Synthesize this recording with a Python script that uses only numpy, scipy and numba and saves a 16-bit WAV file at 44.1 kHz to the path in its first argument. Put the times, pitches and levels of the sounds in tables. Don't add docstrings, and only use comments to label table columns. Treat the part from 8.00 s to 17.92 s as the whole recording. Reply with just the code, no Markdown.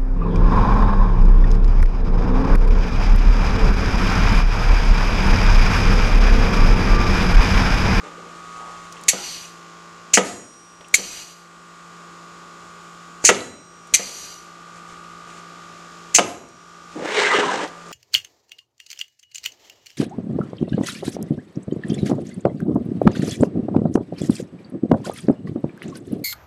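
import sys
import numpy as np
from scipy import signal
from scipy.fft import rfft, irfft
from scipy.io import wavfile
from scipy.ndimage import uniform_filter1d
from numba import njit

SR = 44100
rng = np.random.default_rng(int(sys.argv[2]) if len(sys.argv) > 2 else 0)


def materialize(psi):
    bounded = np.clip(np.atleast_2d(psi).T, -1, 1)
    quanta = np.round(bounded * 32767).astype(np.int16)
    wavfile.write(sys.argv[1], SR, quanta)


def how_loud(loudness_db):
    steps = np.asarray(loudness_db, float) / 20
    return 10 ** steps


N = 437472
TIME = np.arange(N) / SR

# start_s, shaft_hz
SHAFT_RATE = [(0, 56.85), (.45, 56.72), (1.65, 56.72), (2.7, 56.88), (4.6, 57.055), (5.1, 57.02),
              (6.5, 56.89), (7.7, 56.865), (8.6, 56.95), (9.92, 56.98)]
# multiple_of_shaft, level_db
MOTOR_ORDERS = [(1, -26), (2, -20.5), (3, 2), (4, -18), (5, -16.5), (6, -5), (7, -8), (8, -12), (9, -16),
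                (10, -14.5), (11, -15), (12, -13), (13, -23.5), (14, -11), (15, -12), (16, -34), (17, -9.5),
                (18, -42.5), (27, -7), (28, -24.5), (29, -10), (30, -23)]
# multiple, rms_db, upright_db, leaning_db, aside_db
CASING = [(19, -52, -26.5, 7, -6), (20, -53, 2.5, 12, -3), (21, -49, 4, -5, 3), (22, -60.5, 10.5, 20, 2.5),
          (23, -57.5, -4.5, -24, 5), (24, -66, -9, 1, 2), (25, -54.5, 0.5, 3, 0), (26, -59, 2.5, -3, -2.5)]
# start_s, upright_0_1, leaning_in_0_1, stepped_aside_0_1
STANCE = [(0, 0.95, 0.14, 0), (.3, 0.64, 0.25, 0.4), (.6, 0.28, 0.99, 0), (.87, 0.12, 0.66, 0),
          (1.3, 0, 0.1, 0), (2.7, 0.04, 0.11, 0), (3.8, 0.05, 0.21, 0.31), (5.3, 0.13, 0.4, 0.36),
          (6.4, 0.68, 0, 0), (7.1, 1, 0.11, 0.2), (8, 0.37, 0.1, 0.1), (8.8, 0.79, 0.08, 0.1),
          (9.7, 0.2, 0.07, 0.95)]
# multiple_of_shaft, rms_db
WHINE = [(33, -65), (113, -69), (122, -67)]
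# pitch_hz, rms_db (each multiple)
RATTLE_TONE = [(1700, -75), (2300, -77.5), (4200, -81), (5100, -76), (5700, -78.5), (6900, -77),
               (7500, -81), (8000, -90.5)]
# pitch_hz, level_db (per Hz)
SHOP_TONE = [(20, -33), (60, -4.5), (130, -10), (200, -2), (400, -3), (900, -4), (1700, -7), (3100, -10),
             (4500, -13.5), (7300, -18), (8200, -19), (11000, -29.5), (15000, -40), (16400, -71)]
# start_s, gain_db
GAIN_DRIFT = [(0, -0.5), (1.0, -1.5), (1.55, 3), (2.05, 0.5), (2.7, -0.5), (3.3, -3), (4, 0.5), (5.3, -1),
              (5.8, 2.5), (6.5, 1.5), (7.3, 0), (8.3, -0.5), (8.75, 1.5), (9.7, 2)]

# middle_s, length_s, level_db
BRUSHES = [
    (0.67, 0.88, -46.5),
    (4.825, .05, -63),
    (6.773, 0.076, -50),
    (6.92, 0.091, -50),
    (7.316, 0.086, -47),
    (7.384, 0.062, -48.5),
    (8.95, 0.1, -50),
    (9.8, 0.33, -52.5),
]
# pitch_hz, level_db (per Hz)
CLOTH_TONE = [(2000, -1.5), (5000, -9), (7000, -5.5), (9000, -14.5), (12000, -31.5), (16000, -40.5)]
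# start_s, peak_db, centre_hz, width_hz, t60_s
TICKS = [(0.924, -34, 5760, 4980, 0.054), (.967, -40, 2900, 1010, 0.056), (1.012, -44, 7960, 5020, 0.047),
         (1.036, -26.5, 6300, 6000, 0.023), (2.805, -41, 417, 300, 0.17), (2.131, -34, 500, 496, 0.062),
         (2.478, -55, 8000, 4970, 0.047), (2.537, -50, 4500, 4500, 0.06), (2.809, -38.5, 1490, 2480, 0.06),
         (2.845, -44, 2760, 1130, 0.074), (2.883, -42, 7900, 4000, 0.046), (2.935, -33, 402, 500, 0.035),
         (5.241, -18.5, 506, 600, 0.055), (5.345, -26, 3900, 800, 0.043), (5.388, -33, 2500, 900, 0.05),
         (5.405, -29.5, 3900, 1000, 0.05), (5.468, -40, 2500, 900, 0.05), (5.871, -47, 7660, 4200, 0.076),
         (5.929, -27, 390, 500, 0.017), (8.487, -42, 6570, 2600, 0.036), (9.676, -35, 4500, 3500, 0.03),
         (9.686, -41, 6000, 4500, 0.028), (9.884, -46, 8000, 3500, 0.04)]
# start_s, level_db, pitch_hz, t60_s
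KNOCKS = [(1.1332, -11, 570, 0.012), (2.984, -27, 450, 0.043), (2.9938, -19.5, 587, 0.0089),
          (5.9962, -23, 603, 0.014), (2.177, -13, 420, 0.08), (2.19, -12, 473, 0.05),
          (5.306, -14, 330, 0.035), (5.312, -11, 398, 0.04), (8.191, -12.5, 940, 0.039),
          (8.198, -11.5, 453, 0.05), (8.208, -12, 403, 0.028)]
# start_s, peak_db
THUMPS = [
    (2.937, -39),
    (5.937, -32),
]

# start_s, level_db, speed_0_1, rasp_hz, extra_dust_db
DRAG = [
    (8.935, -62, 0.1, 2090, 0),
    (8.965, -30, -.6, 2100, -1),
    (9.11, -24.5, 0.42, 1860, 2),
    (9.195, -20, 1, 1820, 0.5),
    (9.29, -21.5, 1, 1810, 2.5),
    (9.35, -18.5, 0.99, 1600, -1),
    (9.5, -24.5, 0.8, 1550, 2.5),
    (9.648, -24, 0.35, 1780, 0.5),
    (9.7, -55, 0.7, 1577, 5),
]
# rest_db, full_speed_db (added), rasp_pitch_db (per octave)
DRAG_MIX = [
    (-4.5, -18.5, -30),
    (-10, 0.5, -1),
    (-14.5, 4, 3),
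    (-14, 13.5, 6.5),
    (-18, 7, 9),
    (-40, 29.5, 17),
]
# pitch_hz, width_hz, level_db
BLOCK_MODES = [(206, 59, -4.5), (300, 110, -7), (429, 28, 4), (503, 110, 2), (750, 85, -8)]
# pitch_hz, level_db (per Hz)
DUST_TONE = [(1500, -18), (3500, 4), (4500, -2), (5500, -1), (7000, -3.5), (8500, -8), (9800, -23),
             (12000, -38), (16000, -62)]
# start_s, jolt_db, knock_db
SLIPS = [
    (9.341, -10, -45),
    (9.386, 4, -21),
    (9.433, -2, -26),
    (9.464, -21, -17),
    (9.509, -11, -29),
]
# middle_s, length_s, level_db
LIFTS = [
    (9.384, 0.01, -8),
    (9.392, 0.004, -5),
    (9.43, 0.008, 1),
    (9.49, 0.05, -2),
    (9.54, 0.036, 2),
    (9.19, 0.056, 0.5),
]
# start_s, level_db, rise_ms, t60_s, speed_0_1
NUDGES = [
    (.03, -34, 2.9, 0.67, 0.2),
    (.17, -40.5, 10, 0.67, 0),
    (.24, -47, 8, .3, 0),
    (.325, -58, 5, 0.2, 0),
    (.6, -41.5, 20, 0.52, 0.3),
    (.93, -39.5, 13, 1, 0.3),
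    (9.72, -49, 5.4, 0.78, 0.3),
    (9.855, -37, 6, 0.32, 0.25),
    (9.9, -33, 10, .4, 0),
]
# middle_s, length_s, pitch_hz, width_hz, rms_db
CATCHES = [(0.659, 0.18, 795, 300, -44.5), (.27, 0.055, 480, 120, -53.5), (8.979, 0.048, 330, 200, -37),
           (9.03, 0.072, 474, 150, -30.5), (9.098, 0.14, 1690, 900, -32), (9.128, 0.076, 2680, 900, -36),
           (9.21, 0.12, 3840, 400, -31.5), (9.192, 0.07, 2190, 200, -34), (9.195, 0.047, 433, 50, -21.5),
           (9.226, 0.035, 920, 120, -28), (9.237, .05, 437, 50, -29), (9.253, 0.066, 2060, 150, -23.5),
           (9.274, 0.053, 1600, 90, -26), (9.313, 0.053, 1990, 80, -22.5), (9.327, .04, 954, 100, -22),
           (9.338, 0.047, 1240, 90, -22), (9.345, 0.045, 413, 50, -23), (9.352, 0.034, 2070, 80, -23),
           (9.362, 0.052, 2980, 450, -25), (9.376, 0.045, 1594, 60, -27.5), (9.388, 0.012, 430, 200, -17),
           (9.389, 0.036, 2900, 300, -28.5), (9.428, 0.035, 1364, 90, -24),
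           (9.436, 0.028, 1000, 110, -21.5), (9.46, 0.027, 1046, 100, -38), (9.488, .04, 983, 60, -24.5),
           (9.522, .04, 1600, 120, -25.5), (9.535, 0.054, 794, 70, -24.5), (9.607, 0.055, 930, 100, -30.5),
           (9.641, .04, 1900, 201, -48), (9.65, 0.025, 760, 300, -33), (1.202, 0.14, 850, 120, -45),
           (1.175, 0.089, 1420, 160, -42), (1.3, 0.17, 4530, 600, -39), (9.676, 0.04, 1500, 1500, -44)]

# pitch_hz, level_db, swell_s, t60_s, part (0 ram, 1 frame, 2 plate, 3 pin, 4 collar)
STEEL_MODES = [(3994, -43, .2, .75, 2), (5306, -64, .2, 3, 0), (5766, -49, .29, 2.2, 0),
               (6792, -39, .13, .7, 0), (7608, -31, .15, .4, 0), (8394, -46, .1, 1.7, 1),
               (10260, -40, .05, .45, 1), (10520, -57, .06, 2, 3), (10495, -47, .075, .45, 4),
               (11350, -45, .09, .4, 4), (13440, -61, .09, .45, 0), (14700, -68, .07, .4, 0)]
# ram_db, frame_db, plate_db, pin_db, collar_db
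SHAKES = [
    (6.5, -1.5, -3, 0, 2),
    (2.5, -4.5, 7.5, -23.5, -2),
    (-2.5, -17, -4, -19.5, 1),
]
# start_s, peak_db, crack_db (above 1 kHz, relative), rumble_t60_s
BLOWS = [
    (1.1325, -20, -8, 0.25),
    (2.1734, -4.5, 2, 0.24),
    (2.9921, -26, -10, 0.3),
    (5.2905, -2.5, 4, 0.22),
    (5.994, -26.5, -2, 0.47),
    (8.185, -2.5, 0, 0.21),
]
# pitch_hz, level_db, t60_s
BENCH_MODES = [(190.7, 0, 0.64), (330, 14.5, 0.024), (491.6, 3, 0.43), (545, -6, 0.97), (713, 2.5, 0.35),
               (1232, 3, 0.26), (1550, -17.5, 0.073), (1600, -20, 0.23), (1943, 4, 0.18), (2260, -25, 0.94),
               (2650, -24.5, 0.1)]
# pitch_hz, level_db, t60_s
CONTACT_MODES = [(1780, -2, 0.019), (2900, -10, 0.016), (742, -8.5, 0.015)]
# pitch_hz, level_db (per Hz)
CRACK_TONE = [(200, -36.5), (600, 2.5), (1000, 2.5), (1800, 1), (3000, 0), (4000, -11), (7000, -11),
              (9000, -14), (16000, -42)]
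# pitch_hz, level_db (per Hz)
BENCH_TAIL_TONE = [(29, -48), (50, -52), (178, -3.5), (426, 6.5), (532, 6), (676, 1.5), (1040, -4.5),
                   (1130, -43), (1250, 6), (1410, -13.5), (3000, -9), (3900, -13), (6600, -120)]

# start_s, level_db
POPS = [
    (1.0845, -8.5),
    (2.9425, 2.5),
    (5.9405, -8),
]
# pitch_hz, level_db, t60_s
TUBE_MODES = [(2200, 0, .028), (2600, -17, .05), (4300, -6, .022), (7300, -14, .025)]
# start_s, peak_db, rise_ms, t60_s
DOWN_BLASTS = [(1.07, -35, 3.7, 0.3), (1.082, -0.5, 1.1, 0.087), (1.086, -3, 0.83, 0.065),
               (1.095, -12, 1.2, 0.028), (2.928, -36, 4, 0.28), (2.939, 10.5, 3.4, 0.041),
               (2.949, -6, 1.3, 0.061), (5.926, -37.5, 4, 0.37), (5.937, 7, 2.7, 0.059),
               (5.9456, -4.5, 1, 0.025), (5.9497, -11.5, 1, 0.05)]
# start_s, peak_db, rise_ms, t60_s
UP_BLASTS = [(2.133, -10, 1.4, 0.1), (2.136, 3, 1.24, 0.11), (2.148, -9, 1.4, 0.064), (5.215, -37, 5, 0.4),
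             (5.237, -9, 4.8, 0.14), (5.246, 4.5, 2.9, 0.076), (5.257, -7, 2.1, 0.098),
             (5.268, -1.5, 3, 0.1), (5.279, -12, 2.5, 0.07), (8.142, -7, 2, 0.092),
             (8.147, 3.5, 1.35, 0.093), (8.157, -7.5, 2.2, 0.09)]
# pitch_hz, level_db (per Hz)
DOWN_TONE = [(300, -26), (1500, -23.5), (2200, -3), (2900, -9.5), (3500, -11), (4400, -3.5), (5300, -15.5),
             (6100, 3), (7500, 0), (9000, -9.5), (10500, -10.5), (12000, -14.5), (13500, -31.5),
             (16500, -45)]
# pitch_hz, level_db (per Hz)
UP_TONE = [(300, -24.5), (1300, -29), (2000, -9), (2800, -7), (3500, -19.5), (4600, -6.5), (5400, -8.5),
           (6200, 3), (7400, -0.5), (8600, -12), (10000, -17), (11500, -24), (13500, -42), (16500, -50)]
# (below 3 kHz, relative)
VENTS = [
    (1.105, -35, 1.373, -36, 56, -0.5),
    (2.965, -30, 3.22, -35, 63, -11),
    (5.965, -31, 6.257, -34.5, 48, -15),
]
# pitch_hz, level_db (per Hz)
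VENT_TONE = [(2000, -8), (3300, -11), (4000, -2.5), (4600, -1.5), (5400, -11), (6000, 1.5), (6900, -1.5),
             (8000, -11), (9500, -12), (10500, -15.5), (11500, -9), (13300, -23), (13650, -62.5),
             (15000, -93)]
# middle_s, length_s, hiss_db, jet_db
SURGES = [
    (1.292, 0.22, 4.5, 3),
    (3.164, 0.13, 3, 12),
    (6.19, .18, 0.5, -7),
]
# pitch_hz, width_hz, level_db
HOSE_MODES = [(2250, 58, -24), (2520, 28, -16.5), (2885, 40, -13), (3110, 43, -15), (3380, 62, -23),
              (4100, 70, -16), (4420, 44, -10), (4735, 90, -7.5), (5895, 59, -5), (6580, 66, -11.5),
              (7520, 60, -13), (8420, 110, -16)]
# start_s, level_db, rise_ms, t60_s
SIGHS = [
    (2.24, -28, 12, 0.39),
    (5.31, -29.5, 6.3, 0.47),
    (8.2, -31, 10, 0.37),
    (2.275, -42, 12, 0.3),
    (8.27, -37.5, 10, 0.23),
]
# pitch_hz, level_db (per Hz)
SIGH_TONE = [(1500, -20), (3500, -2), (5000, 0), (6800, -1), (8500, -0.5), (10000, -12), (12500, -18),
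             (15000, -40)]
# start_s, level_db, rise_ms, t60_s
WHISTLES = [
    (1.086, -15, 2, 0.12),
    (2.95, -33, 4, 0.18),
    (5.943, -14.5, 2.7, 0.12),
]


def unit(x):
    return x / np.sqrt(np.mean(x ** 2))


def noise():
    return rng.standard_normal(N)


def colour(x, points):
    hz, db = np.transpose(points)
    size = 4096
    grid = np.linspace(1, SR / 2, size // 2 + 1)
    cep = irfft(np.log(how_loud(np.interp(np.log(grid), np.log(hz), db))))
    cep[1:size // 2] *= 2
    cep[size // 2 + 1:] = 0
    taps = irfft(np.exp(rfft(cep)))
    return signal.fftconvolve(x, taps / np.sqrt(np.sum(taps ** 2)))[:len(x)]


@njit
def svf(x, hz, width):
    y, b, l = np.empty(len(x)), 0., 0.
    for i in range(len(x)):
        g, k = np.tan(np.pi * hz[i] / SR), width / hz[i]
        v = (b + g * (x[i] - l)) / (1 + g * (g + k))
        b, l, y[i] = 2 * v - b, l + 2 * g * v, k * v
    return y


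@njit
def hold(db, release):
    y, e = np.empty(len(db)), 0.
    for i in range(len(db)):
        e = max(db[i], e * (1 - release))
        y[i] = e
    return y


def band(x, hz, width_hz):
    return svf(x, hz + np.zeros(len(x)), 1. * width_hz)


def two_bands(x, hz, width_hz, then_hz, then_width_hz):
    return unit(band(band(x, hz, width_hz), then_hz, then_width_hz))


def cut(x, hz, kind="low", order=8):
    return signal.sosfilt(signal.butter(order, hz, kind, fs=SR, output="sos"), x)


def walk(rate):
    k = int(SR / rate)
    steps = np.repeat(rng.standard_normal(N // k + 1), k)
    return unit(uniform_filter1d(uniform_filter1d(steps, k), k)[:N])


def read(rows):
    s, *columns = np.transpose(rows)
    return [np.interp(TIME, s, c) for c in columns]


def puff(s, db, rise_ms, t60):
    t = np.maximum(TIME - s, 0)
    return how_loud(db - 60 * t / t60) * (1 - np.exp(-1000 * t / rise_ms)) ** 2


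def puffs(rows):
    return sum(puff(*row) for row in rows)


def bell(s, length, t=TIME):
    return np.exp(-(2 * (t - s) / length) ** 2)


def ring(modes, s, db, damp=0.56):
    t, tone, out = TIME[:int(1.5 * SR)], 0, np.zeros(N)
    chance = rng.standard_normal(len(modes))
    for k, ((hz, mode_db, t60), c) in enumerate(zip(modes, chance)):
        strength = (1 + 0.29 * c) * (-1) ** k
        tone = tone + strength * how_loud(mode_db - 60 * t / (t60 * damp)) * np.sin(2 * np.pi * hz * t)
    at = int(s * SR)
    out[at:at + len(t)] = how_loud(db) * tone[:N - at]
    return out


def room(x):
    t = TIME[:SR]
    low = band(band(rng.standard_normal(SR), 410, 1830), 1100, 7500)
    top = band(band(band(rng.standard_normal(SR), 6600, 12000), 4100, 7000), 4700, 6500)
    low, top = low * how_loud(-60 * t / 0.58), top * how_loud(-60 * t / 0.36)
    tail = cut(1.37 * low + top, 11500, order=2) * np.minimum(t / 0.013, 1)
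    return signal.fftconvolve(x, tail / np.sqrt(np.sum(tail ** 2)))[:N]


def rattle(turn):
    k = np.arange(31, 140)
    scatter, *phase = rng.standard_normal((len(k), 3)).T
    hz, db = np.transpose(RATTLE_TONE)
    level_db = np.interp(np.log(57 * k), np.log(hz), db) + 2.5 * scatter
    lines = np.zeros(4097, complex)
    lines[k] = how_loud(level_db) * np.exp(1j * np.arctan2(*phase))
    cycle = irfft(lines) * 4096 * np.sqrt(2)
    return np.interp(turn / (2 * np.pi) % 1, np.arange(len(cycle)) / len(cycle), cycle, period=1)


def motor():
    (hz,), (upright, leaning, aside) = read(SHAFT_RATE), read(STANCE)
    turn = 2 * np.pi * np.cumsum(hz) / SR
    hum = np.zeros(N)
    for (k, db), phase in zip(MOTOR_ORDERS, 2 * np.pi * rng.random(len(MOTOR_ORDERS))):
        hum += how_loud(-53 + db + 0.96 * walk(3.11)) * np.sqrt(2) * np.sin(k * turn + phase)
    smear = 1.25 * (1 - np.clip(np.maximum(upright, aside), 0, .75))
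    for k, db, up_db, in_db, side_db in CASING:
        stance_db = up_db * upright + in_db * leaning + side_db * aside
        tone = np.sin(round(k) * turn + smear * (round(k) - 21) ** 2)
        hum += how_loud(db + stance_db + 0.259 * walk(2.8)) * np.sqrt(2) * tone
    for k, db in WHINE:
        hum += how_loud(db + 3 - 7 * upright + 2 * walk(1)) * np.sin(k * turn)
    clatter = rattle(turn)
    for centre_hz in 1900 * 1.3 ** np.arange(7):
        hum += how_loud(1 + 1.6 * walk(1.2) - 4 * leaning) * band(clatter, centre_hz, .3 * centre_hz)
    return hum


def shop():
    leak = unit(band(noise(), 7600 * (1 + 0.0302 * walk(.7)), 650))
    leak = how_loud(-65.5 + 2.8 * walk(2.4)) * leak
    return motor() + leak + how_loud(-48.5 + .5 * walk(1.7)) * colour(noise(), SHOP_TONE)


def sleeve():
    strokes = sum(how_loud(db) * bell(s, length) for s, length, db in BRUSHES)
    return strokes * how_loud(1.2 * walk(73)) * colour(noise(), CLOTH_TONE)


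def ticks():
    clicks = 0
    for s, db, hz, wide_hz, t60 in TICKS:
        clicks = clicks + two_bands(noise(), hz, wide_hz, hz, wide_hz) * puff(s, db + 0.5, 0.42, 0.61 * t60)
    knocks = sum(ring([(hz, 0, t60)], s, db, damp=0.78) for s, db, hz, t60 in KNOCKS)
    thumps = sum(puff(s, db, rise_ms=1.8, t60=0.037) for s, db in THUMPS)
    return clicks + cut(knocks, 190, "high", order=2) + thumps


def block_body(grains, modes):
    return unit(band(sum(how_loud(db) * band(grains, hz, wide_hz) for hz, wide_hz, db in modes), 370, 310))


def drag():
    db, speed, hz, dust_db = read(DRAG)
    grains = unit(noise() * how_loud(2.6 * rng.exponential(size=N)) * how_loud(1.5 * walk(150)))
    slips = 1 + sum(puff(s, jolt_db, 0.62, 0.027) for s, jolt_db, _ in SLIPS)
    slips = slips * how_loud(sum(lift_db * bell(s, length) for s, length, lift_db in LIFTS))
    slips = slips * (TIME > DRAG[0][0]) * (TIME < DRAG[-1][0])
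    low, high = block_body(grains, BLOCK_MODES[:2]), block_body(grains, BLOCK_MODES[2:])
    board = two_bands(grains, 1000 * (1 + 0.046 * walk(6.3)), 400, 770, 800)
    rasp = band(grains, hz * (1 + 0.091 * walk(25)), 870) + .5 * band(grains, 2940, 820)
    rasp = two_bands(rasp, 1820, 2300, 2400, 4400)
    dust = how_loud(dust_db) * colour(grains, DUST_TONE)
    chatter = unit(band(grains, 415.5, 9.7))
    nudges = [(puff(*row), pace) for *row, pace in NUDGES]
    knocks = sum(puff(s, knock_db, 1.0, 0.063) for s, _, knock_db in SLIPS)
    out = band((low + how_loud(-16.0) * high) * knocks, 350, 500)
    layers = (low, high, -board, rasp, dust, chatter)
    for (rest_db, fast_db, short_db), layer in zip(DRAG_MIX, layers):
        gain_db = db + fast_db * speed + short_db * np.log2(hz / 1800) + 0.9 * walk(38)
        gain = slips * how_loud(gain_db) + sum(e * how_loud(fast_db * pace) for e, pace in nudges)
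        out = out + how_loud(rest_db) * gain * layer
    return out


def catches():
    out = np.zeros(N)
    for s, length, hz, wide_hz, db in CATCHES:
        at = int((s - .15) * SR)
        t = TIME[at:][:13000]
        grit = rng.standard_normal(13000) * how_loud(2.5 * rng.exponential(size=13000))
        tone = two_bands(grit, hz, wide_hz, hz, 3 * wide_hz)
        out[at:at + len(t)] += how_loud(db) * tone * bell(s, length, t)
    return out


def steel():
    out = np.zeros(N)
    for (s, *_), shake_db in zip(BLOWS[1::2], SHAKES):
        at = int(s * SR)
        t = TIME[:N - at][:3 * SR]
        for hz, db, swell, t60, part in STEEL_MODES:
            waver_db = 0.8 / t60 * walk(30)[:len(t)]
            level = how_loud(db + shake_db[part] + 5 - 60 * t / t60 + waver_db)
            rise = 1 - np.exp(-(t / swell) ** (2 + (t60 < .6)))
            out[at:at + len(t)] += level * rise * np.sin(2 * np.pi * hz * t)
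    return out


def ram():
    out = 0
    for s, db, crack_db, rumble_s in BLOWS:
        crack = puff(s, 0, rise_ms=0.24, t60=0.044) + puff(s + 0.0046, -5.5, rise_ms=0.9, t60=0.055)
        out = out + ring(BENCH_MODES, s, db - 14.5, damp=1.19 * rumble_s)
        out = out + ring(CONTACT_MODES, s, db + crack_db)
        out = out + how_loud(db + crack_db - 7.5) * colour(noise() * crack, CRACK_TONE)
        out = out + colour(noise() * puff(s, db - 13.5, rise_ms=0.45, t60=rumble_s), BENCH_TAIL_TONE)
        floor = two_bands(noise(), 91.7, 91, 130, 120)
        legs = unit(cut(band(noise(), 287, 204), 2000, order=2))
        out = out + floor * puff(s, db - 35.5, rise_ms=50, t60=0.86)
        out = out + legs * puff(s, db - 24.0, rise_ms=38, t60=3.4 * rumble_s)
    return cut(out, 65, "high", order=2)


def pops():
    tube = sum(ring(TUBE_MODES, s, db) for s, db in POPS)
    return cut(band(tube, 2600, 3500), 1700, "high", order=4)


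def venting(s, gush_db, end_s, db, sag_db):
    before, after = np.maximum(end_s - TIME, 0), np.maximum(TIME - end_s, 0)
    push_db = db + 12 * before - sag_db * after - 148 * after ** 2
    return puff(s, gush_db, rise_ms=2.1, t60=0.14) + (TIME > s) * how_loud(push_db)


def exhaust(flow):
    port = how_loud(-9 + 1.8 * walk(36)) * two_bands(noise(), 6030, 150, 6030, 3015)
    hiss = colour(noise(), VENT_TONE) + port
    jet = two_bands(noise(), 2500 * (1 + 0.086 * walk(17)), 1700, 3200, 2700)
    hose = sum(how_loud(db + 1.5 * walk(14)) * unit(band(flow, hz, wide_hz)) for hz, wide_hz, db in HOSE_MODES)
    sigh = how_loud(-4.5) * colour(flow, SIGH_TONE) + how_loud(-11.5) * jet
    out = puffs(SIGHS) * cut(sigh, 11800, order=3)
    for (*row, jet_db), (s, length, hiss_surge_db, jet_surge_db) in zip(VENTS, SURGES):
        surge = bell(s, length)
        air = how_loud(hiss_surge_db * surge) * (how_loud(-7.5) * hiss + how_loud(-5.5) * hose)
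        air = air + how_loud(jet_db - 10.0 + jet_surge_db * surge) * jet
        out = out + venting(*row) * air
    return cut(how_loud(0.72 * walk(30)) * out, 13100, order=20)


def valve():
    rough = how_loud(1.2 * walk(500))
    down = colour(noise() * rough * puffs(DOWN_BLASTS), DOWN_TONE)
    up = colour(noise() * rough * puffs(UP_BLASTS), UP_TONE)
    flow = noise()
    whistle = puffs(WHISTLES) * two_bands(flow, 6030, 520, 6030, 900)
    return whistle + how_loud(-6.5) * (down + up) + exhaust(flow)


def scene():
    near = valve() + ram() + ticks() + drag() + catches()
    near = near + how_loud(-18.5) * room(near)
    loud_db = 10 * np.log10(uniform_filter1d(near ** 2, size=2601, origin=1300) + 1e-12)
    duck_db = hold(1.9 * np.maximum(loud_db + 19, 0), 1 / (.44 * SR))
    background = how_loud(read(GAIN_DRIFT)[0] - duck_db) * shop()
    return (near + pops() + sleeve() + steel() + background)[None]


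def roll_off(x):
    return signal.sosfilt(signal.butter(12, 15400, fs=SR, output="sos"), x)


def record(dry):
    mix = np.clip(dry, -1, 1)
    return roll_off(mix)


dry = scene()
out = record(dry)
materialize(out)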